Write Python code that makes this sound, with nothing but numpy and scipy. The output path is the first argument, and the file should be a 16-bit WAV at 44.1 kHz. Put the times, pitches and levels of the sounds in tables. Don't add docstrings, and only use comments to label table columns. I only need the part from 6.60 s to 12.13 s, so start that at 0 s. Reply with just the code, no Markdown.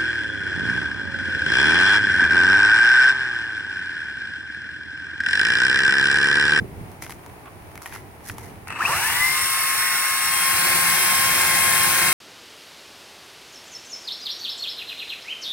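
import sys
import numpy as np
from scipy import signal
from scipy.fft import rfft, irfft, next_fast_len
from scipy.io import wavfile
from scipy.ndimage import uniform_filter1d, map_coordinates

SR = 44100
rng = np.random.default_rng(int(sys.argv[2]) if len(sys.argv) > 2 else 0)


def generate_wav(signal):
    frames = np.transpose(np.atleast_2d(signal))
    scaled = np.clip(frames, -1, 1) * 32767
    pcm = np.round(scaled).astype(np.int16)
    wavfile.write(sys.argv[1], SR, pcm)


N = 243873
T = np.arange(N) / SR
TRIGGER_S, LAUNCH_S = 2.075, 2.16
CREEP_HZ, GOVERNED_HZ = 6, 179
SIDES = np.array([[.5], [-.5]])

# (frequency [Hz], level [dB])
WOOD = [(300, -30), (700, -2), (950, 0.5), (1400, -0.5), (2050, -3.5), (2700, -5.5), (3500, -12.5),
        (5000, -33), (16000, -73)]
# (frequency [Hz], level [dB])
SPLINTER = [(2500, -14), (4000, -1.5), (6000, 3.5), (8000, -2.5), (11000, 6), (13500, -3.5), (16000, -5.5)]
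# (frequency [Hz], left-right likeness [0-1])
NEAR_LIKENESS = [(150, 1), (400, 1), (1300, 0.93), (2100, 0.42), (2600, 0.82), (3000, 0.74), (5400, 0.38),
                 (8000, 0.21), (15000, 0.13)]
# (frequency [Hz], level [dB])
CLACK_COLOUR = [(240, -55), (400, -12), (612, -14), (1040, 0), (1880, 0.5), (2360, -6), (2620, -1.5),
                (3450, -19), (7240, -26), (8060, -17.5), (15000, -43)]


def amp(db):
    return 10 ** (np.asarray(db) / 20)


def unit(x):
    return x / np.sqrt(np.mean(x ** 2) + 1e-20)


def along(points, hz):
    freqs, values = np.transpose(points)
    return np.interp(np.log(hz + 1), np.log(freqs + 1), values)


def automation(points):
    return np.interp(T, *np.transpose(points))


def wobble(rate):
    return map_coordinates(rng.standard_normal(int(N * rate / SR) + 4), [T * rate])


def filtered(x, response):
    size = next_fast_len(N + SR // 2)
    return irfft(rfft(x, size) * response(np.fft.rfftfreq(size, 1 / SR)), size)[..., :N]


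def coloured(x, spectrum):
    return unit(filtered(x, lambda hz: amp(along(spectrum, hz))))


def resonance(hz, centre, width):
    return 1j * hz * width / (centre ** 2 - hz ** 2 + 1j * hz * width)


def peaked(spectrum, pitch, lift_db):
    hz = np.geomspace(100, 16000, num=200)
    bell_db = lift_db * np.abs(resonance(hz, pitch, .18 * pitch))
    return np.transpose([hz, along(spectrum, hz) + bell_db])


def pair(x, likeness):
    turn = lambda hz: np.arccos(np.clip(along(likeness, hz), -1, 1)) / 2
    mid, side = filtered(x, lambda hz: np.array([np.cos(turn(hz)), np.sin(turn(hz))]))
    return np.array([mid + side, mid - side])


def add(track, s, x):
    part = track[:, round(s * SR):][:, :x.shape[1]]
    part += x[:, :part.shape[1]]


def garden():
    # (time [s], relative level [dB])
    swell = [(0.0, -38.5), (0.21, -41), (0.49, -44), (0.68, -49.5), (1.43, -47.5), (1.89, -45.5),
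             (2.19, -44), (3.43, -55.5), (4.24, -44.5), (5.53, -43)]
    # (frequency [Hz], level [dB])
    rumble_colour = [(13, -39), (22, -17), (59, -5.5), (87, 2), (133, -2), (244, -10.5), (336, -10),
                     (468, -13.5), (530, -22.5), (600, -23), (780, -47), (1320, -120)]
    air_colour = [(150, -26), (250, -7), (380, -3.5), (520, -8.5), (780, -3), (1400, -13), (2200, -13),
                  (3500, -25), (5500, -27), (7800, -30.5), (9700, -20), (12000, -28), (15500, -23.5)]
    # (frequency [Hz], left-right likeness [1 and up is mono])
    rumble_likeness = [(30, 3), (70, 0.32), (140, 0.86), (300, 0.8)]
    air_likeness = [(60, 0.64), (180, 0.59), (550, 0.56), (1650, -0.15), (4970, -0.049), (15000, -0.15)]
    # (frequency [Hz], left over right [dB])
    rumble_pan = [(40, 3), (90, -3.5), (180, 0)]
    rumble = coloured(pair(rng.standard_normal((2, N)), rumble_likeness), rumble_colour)
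    rumble = filtered(rumble, lambda hz: amp(SIDES * along(rumble_pan, hz)))
    rumble *= amp(automation(swell) + 2.5 + 2 * wobble(17))
    air_gain = amp(-45 + .54 * wobble(7.4))
    air = coloured(pair(rng.standard_normal((2, N)), air_likeness), air_colour)
    return rumble + air_gain * air


def thumps():
    # (time [s], level before panning [dB], pitch [Hz])
    hits = [(.02, -19, 188), (0.044, -25, 392), (.178, -26, 105), (.212, -25, 150), (.233, -26, 110),
            (1.707, -30, 101), (2.21, -31.5, 332), (2.294, -26, 140), (2.608, -24.5, 101),
            (4.075, -27, 620), (4.118, -24, 724)]
    attack_s, t60, lead_rad = .00064, .052, 1.1
    out = np.zeros((2, N))
    t = np.arange(SR // 8) / SR
    for s, db, pitch in hits:
        envelope = amp(db - 60 * t / t60) * (1 - np.exp(-t / attack_s))
        add(out, s, envelope * np.sin(2 * np.pi * pitch * t + lead_rad * SIDES) * amp([[-2], [1.5]]))
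    return out


def ring(spectrum, size=1024):
    cepstrum = irfft(np.log(amp(along(spectrum, np.fft.rfftfreq(size, 1 / SR)))))
    impulse = irfft(np.exp(rfft(2 * cepstrum[:size // 2], size) - cepstrum[0]))
    return impulse / np.linalg.norm(impulse)


def snap(spectrum, t60, scatter):
    t = np.arange(SR // 10) / SR
    burst = scatter * rng.standard_normal((2, len(t))) * amp(-60 * t / t60)
    burst = (burst + burst.mean(axis=0)) / np.sqrt(2)
    burst[:, 0] += 1
    crack = signal.fftconvolve(burst, ring(spectrum)[None], axes=1)
    return crack / np.abs(crack.mean(axis=0)).max()


def twigs():
    # (time [s], relative wood level [dB], relative splinter level [dB], pitch [Hz])
    breaks = [(0.317, -45, -47, 851), (0.423, -19.5, -36, 2200), (0.437, -28, -43, 2200),
              (0.465, -24, -46, 2060), (0.496, -26, -41, 840), (0.507, -25, -38, 2070),
              (0.523, -24, -40, 2010), (0.663, -31.5, -44, 964), (1.156, -26.5, -40, 2070),
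              (1.177, -25.5, -41, 2130), (1.219, -31, -41, 1170), (1.259, -18.5, -41, 1930),
              (1.325, -25, -46, 1880), (1.343, -30, -50, 921), (1.353, -30, -53, 1920),
              (1.361, -25, -48, 1320), (1.698, -16, -38, 1840), (1.783, -25, -35, 875)]
    out = np.zeros((2, N))
    for s, wood_db, splinter_db, pitch in breaks:
        add(out, s, amp(wood_db - 1.5) * snap(peaked(WOOD, pitch, lift_db=11), t60=.022, scatter=.08))
        add(out, s, amp(splinter_db + 15) * snap(SPLINTER, t60=.015, scatter=.12))
    for s, db in zip(rng.uniform(.3, 2.05, size=22), rng.normal(-41, 1, size=22)):
        stick = snap(WOOD, t60=.025, scatter=.1) + snap(SPLINTER, t60=.016, scatter=.11)
        add(out, s, amp(db) * stick)
    return out


def leaf_litter():
    # (peak time [s], rise [s], level [dB], crisp over dull [dB], pitch [Hz])
    crunches = [(0.427, .006, -40, 3.5, 2200), (.515, .02, -49.5, 5, 2100),
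                (.856, 0.0018, -38.5, -27, 1180), (1.223, 0.0033, -45, 4.5, 1100),
                (1.263, .003, -42, -4, 1900), (1.348, 0.021, -37.5, -2.5, 2010),
                (1.686, 0.024, -43, 6, 1800), (1.787, 0.0049, -47, 1, 2000), (1.85, 0.017, -48, 2.5, 2000)]
    decay_s = .028
    grains = rng.standard_normal((2, N)) * (rng.random(N) < .06) * amp(1.8 * wobble(220))
    crisp = coloured(grains, SPLINTER)
    narrowed = pair(grains, NEAR_LIKENESS)
    out = np.zeros((2, N))
    for s, rise_s, db, crisp_db, pitch in crunches:
        envelope = np.exp(np.minimum((T - s) / rise_s, (s - T) / decay_s))
        dull = coloured(narrowed, peaked(WOOD, pitch, lift_db=14.5))
        out += amp(db) * envelope * (dull + amp(crisp_db) * crisp)
    return out


def clacks():
    # (time [s], peak level [dB])
    knocks = [(2.0728, -26), (2.086, -23), (2.104, -19), (2.1167, -26), (2.125, -19.5)]
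    out = np.zeros((2, N))
    add(out, 2.081, amp(-22) * snap(SPLINTER, t60=.013, scatter=.17))
    for s, db in knocks:
        add(out, s, amp(db) * snap(CLACK_COLOUR, t60=.02, scatter=.14))
    return out


def patchy(x, depth_db):
    bands = signal.stft(x, nperseg=1024)[2]
    patches = uniform_filter1d(rng.standard_normal(bands.shape[1:]), size=4, axis=0)
    patches = uniform_filter1d(patches, size=22, axis=1)
    return signal.istft(bands * amp(depth_db * unit(patches)), nperseg=1024)[1][:, :N]


def links(angle, spectrum, beat, patchy_db):
    bunching = 1 + beat * np.cos(3 * angle)
    contacts = rng.standard_normal((2, N)) * bunching * amp(.64 * wobble(120))
    return coloured(patchy(pair(contacts, NEAR_LIKENESS), patchy_db), spectrum)


def noise_band(centre_hz, width_hz):
    return unit(filtered(rng.standard_normal(N), lambda hz: resonance(hz, centre_hz, width_hz) ** 2))


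def chain(speed, angle, strain, load):
    # (frequency [Hz], level [dB])
    churn_colour = [(110, -18), (170, -4.5), (250, -8), (310, -6.5), (365, 2.5), (440, -10), (620, -4),
                    (720, 4), (900, -19.5)]
    free_rattle = [(450, -29), (650, -17), (850, -6), (1150, -4), (1500, 0), (1900, 3.5), (2300, -0.5),
                   (2650, -2.5), (2950, -4), (3500, -67)]
    cutting_rattle = [(450, -24.5), (650, -20), (800, -7.5), (1150, -8.5), (1550, -1.5), (1800, -1.5),
                      (2050, -3), (2600, -2.5), (2850, -3.5), (3050, -16.5), (3500, -31)]
    hiss_colour = [(2400, -36), (3100, 0), (3800, 1), (4700, 0.5), (5400, 3), (6100, -0.5), (7000, -2.5),
                   (7600, -4), (8500, -20)]
    fizz_colour = [(6600, -45), (7600, -4.5), (8600, 3), (9900, 0.5), (11200, -1.5), (12800, -5.5),
                   (14500, -3.5), (16000, -6)]
    # (full-speed level [dB], per speed doubling [dB], strain lift [dB], load lift [dB])
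    churn_law = (-52.5, 1.5, 15, 15.5)
    rattle_law = (-27, 1.6, 4, 4.5)
    hiss_law = (-30, 6, 4, 4)
    fizz_law = (-24, 8, 2, 4.5)
    doublings = np.log2(speed / GOVERNED_HZ)
    churn_db, rattle_db, hiss_db, fizz_db = [
        db + speed_db * doublings + strain_db * strain + load_db * load
        for db, speed_db, strain_db, load_db in (churn_law, rattle_law, hiss_law, fizz_law)]
    moving = np.clip((T - TRIGGER_S) / .05, 0, 1)
    slow = np.clip((150 - speed) / 90, 0, 1)
    crawling = np.sqrt(slow) * links(angle, CLACK_COLOUR, beat=.3, patchy_db=1.5)
    free = np.sqrt((1 - slow) * (1 - load)) * links(angle, free_rattle, beat=.073, patchy_db=2)
    cutting = np.sqrt(load) * links(angle, cutting_rattle, beat=.15, patchy_db=.3)
    rattle = amp(rattle_db + .067 * wobble(9)) * (crawling + free + cutting)
    churn = amp(churn_db + 1.3 * wobble(6.7)) * links(angle, churn_colour, beat=.045, patchy_db=1)
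    hiss = amp(hiss_db) * links(angle, hiss_colour, beat=.05, patchy_db=1.7)
    fizz = amp(fizz_db) * links(angle, fizz_colour, beat=.046, patchy_db=1.9)
    drone = amp(-44.5) * load * noise_band(171, width_hz=21)
    scrape = amp(-40.5) * noise_band(2620, width_hz=150) * np.clip(CREEP_HZ / speed, 0, 1)
    return moving * (rattle + churn + hiss + fizz + scrape) + drone


def housing_chirp(speed):
    # (frequency [Hz], width [Hz], relative level [dB])
    modes = [(1290, 520, -1.5), (1780, 240, -2), (2610, 520, 2)]
    cog_hz = 48 * speed
    housing = sum(amp(db) / (1 + (2 * (cog_hz - hz) / width) ** 2) ** 2 for hz, width, db in modes)
    sweep = np.sin(2 * np.pi * np.cumsum(cog_hz) / SR)
    fade_in = np.clip((speed - 18) / 6, 0, 1)
    return amp(-14.5 + wobble(400)) * housing * sweep * fade_in


def tone(phase, db, flutter_db, drift):
    apart = drift * wobble(2.925) * np.array([[1], [-1]])
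    gain = np.sqrt(2) * amp(db + flutter_db * wobble(25))
    return gain * np.sin(phase + apart + rng.uniform(0, 2 * np.pi))


def motor_whine(speed, angle, strain, load):
    # (order [per turn], free level [dB], cutting level [dB], strain lift [dB],
    # flutter [dB], jitter [rad], drift [rad], left over right [dB])
    partials = [(6, -41.5, -38, -2.5, 1.4, .02, 0.031, 1.5), (12, -35.5, -34, 4, 2, .05, 0.18, 1.5),
                (18, -43.5, -38, 6.5, 1.5, .2, 0.49, 0.5), (30, -45.5, -53, -12, 2.5, .35, 0.29, -1)]
    # (frequency [Hz], width [Hz], lift [dB])
    can = [(1085, 400, 8.5), (1550, 130, -5), (1753, 90, 9.5), (1880, 110, -5), (2046, 84, 13),
           (2740, 400, 11), (5275, 460, 12)]
    whine = 0
    for order, free_db, cut_db, strain_db, flutter_db, jitter, drift, pan_db in partials:
        can_db = sum(db * np.abs(resonance(order * speed, hz, width)) ** 2 for hz, width, db in can)
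        level_db = free_db + load * (cut_db - free_db) + strain_db * strain + can_db
        level_db += .42 * flutter_db * wobble(6)
        phase = order * angle + jitter * wobble(60)
        whine += tone(phase, level_db, flutter_db + strain, drift) * amp(pan_db * SIDES)
    return whine


def drive_tones(speed, angle, strain, load):
    # (order before rounding [per turn], free level [dB], cutting level [dB])
    partials = [(2, -69, -51.5), (3, -62, -46.5), (5, -77, -45), (7, -38, -64), (9, -45, -35),
                (10, -45, -41), (11, -40, -61), (13, -64, -44), (15, -46, -44), (21, -40.5, -68),
                (23.99, -46, -41.5), (36, -57, -40)]
    surge_db = 6
    drive = 0
    for order, free_db, cut_db in partials:
        phase = round(order) * angle + .3 * wobble(40)
        drive += tone(phase, free_db + load * (cut_db - free_db), flutter_db=2, drift=.017 * order)
    return speed / GOVERNED_HZ * amp(surge_db * np.sqrt(strain)) * drive


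def shaft_speed(load):
    ramp_hz_per_s, knee_hz, free_hz, ease_s, sag_hz = 550, 122, 181.5, .153, 1.25
    ramp = np.clip(ramp_hz_per_s * (T - LAUNCH_S), CREEP_HZ, knee_hz)
    past_knee_s = np.maximum(T - LAUNCH_S - knee_hz / ramp_hz_per_s, 0)
    easing = (free_hz - knee_hz) * (1 - np.exp(-past_knee_s / ease_s))
    return np.minimum(ramp + easing, GOVERNED_HZ) - sag_hz * load


def place_saw(saw, load):
    # (frequency [Hz], left lead [rad])
    clear_phase = [(1900, 0), (2760, .3), (3100, 2.6), (4300, 4.4), (5340, 2.9), (7200, 2.4), (9000, 1.2),
                   (11000, -.7)]
    lowered_phase = [(1640, 0), (2150, .7), (2700, 2.2), (3100, 4.5), (4500, 4.9), (5400, 3.5), (7300, 2.8),
                     (9300, 1.6), (11000, -.7)]
    # (frequency [Hz], left over right [dB])
    pan = [(500, -1), (1200, -0.5), (1800, 2.5), (2800, 5.5), (3600, -3), (4500, -6), (5500, -4.5),
           (6400, 5.5), (7200, 7), (8500, 5), (10000, 2), (13000, -1.5), (15000, 0)]
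    hz, t, bands = signal.stft(saw, SR, nperseg=1024)
    lowered = np.clip(np.interp(t, T, load) / .75, 0, 1)
    lead = np.outer(along(clear_phase, hz), 1 - lowered) + np.outer(along(lowered_phase, hz), lowered)
    sides = SIDES[:, :, None]
    gain = amp(sides * along(pan, hz)[:, None])
    gain /= np.sqrt(np.mean(gain ** 2, axis=0))
    return signal.istft(bands * gain * np.exp(1j * sides * lead), SR, nperseg=1024)[1][:, :N]


def scene():
    # (time [s], load [0-1])
    bite = [(3.62, 0), (3.85, 0.57), (4.08, 0.82), (4.22, 0.8), (4.9, .87), (5.35, 0.99), (5.53, 0.91)]
    load = automation(bite)
    speed = shaft_speed(load)
    strain = np.clip((T - LAUNCH_S) / .076, 0, 1) * np.clip((1 - speed / GOVERNED_HZ) / .57, 0, 1)
    tremble_hz = (.12 + .2 * load) * wobble(20)
    angle = 2 * np.pi * np.cumsum(speed + tremble_hz) / SR
    shaft = speed, angle, strain, load
    running = np.clip((speed - 62) / 14, 0, 1)
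    motor = running * (motor_whine(*shaft) + drive_tones(*shaft)) + housing_chirp(speed)
    saw = motor + chain(*shaft) + clacks()
    return place_saw(saw, load) + thumps() + twigs() + leaf_litter() + garden()


def record(dry):
    return filtered(dry, lambda hz: hz < 15850)


dry = scene()
out = record(dry)
generate_wav(out)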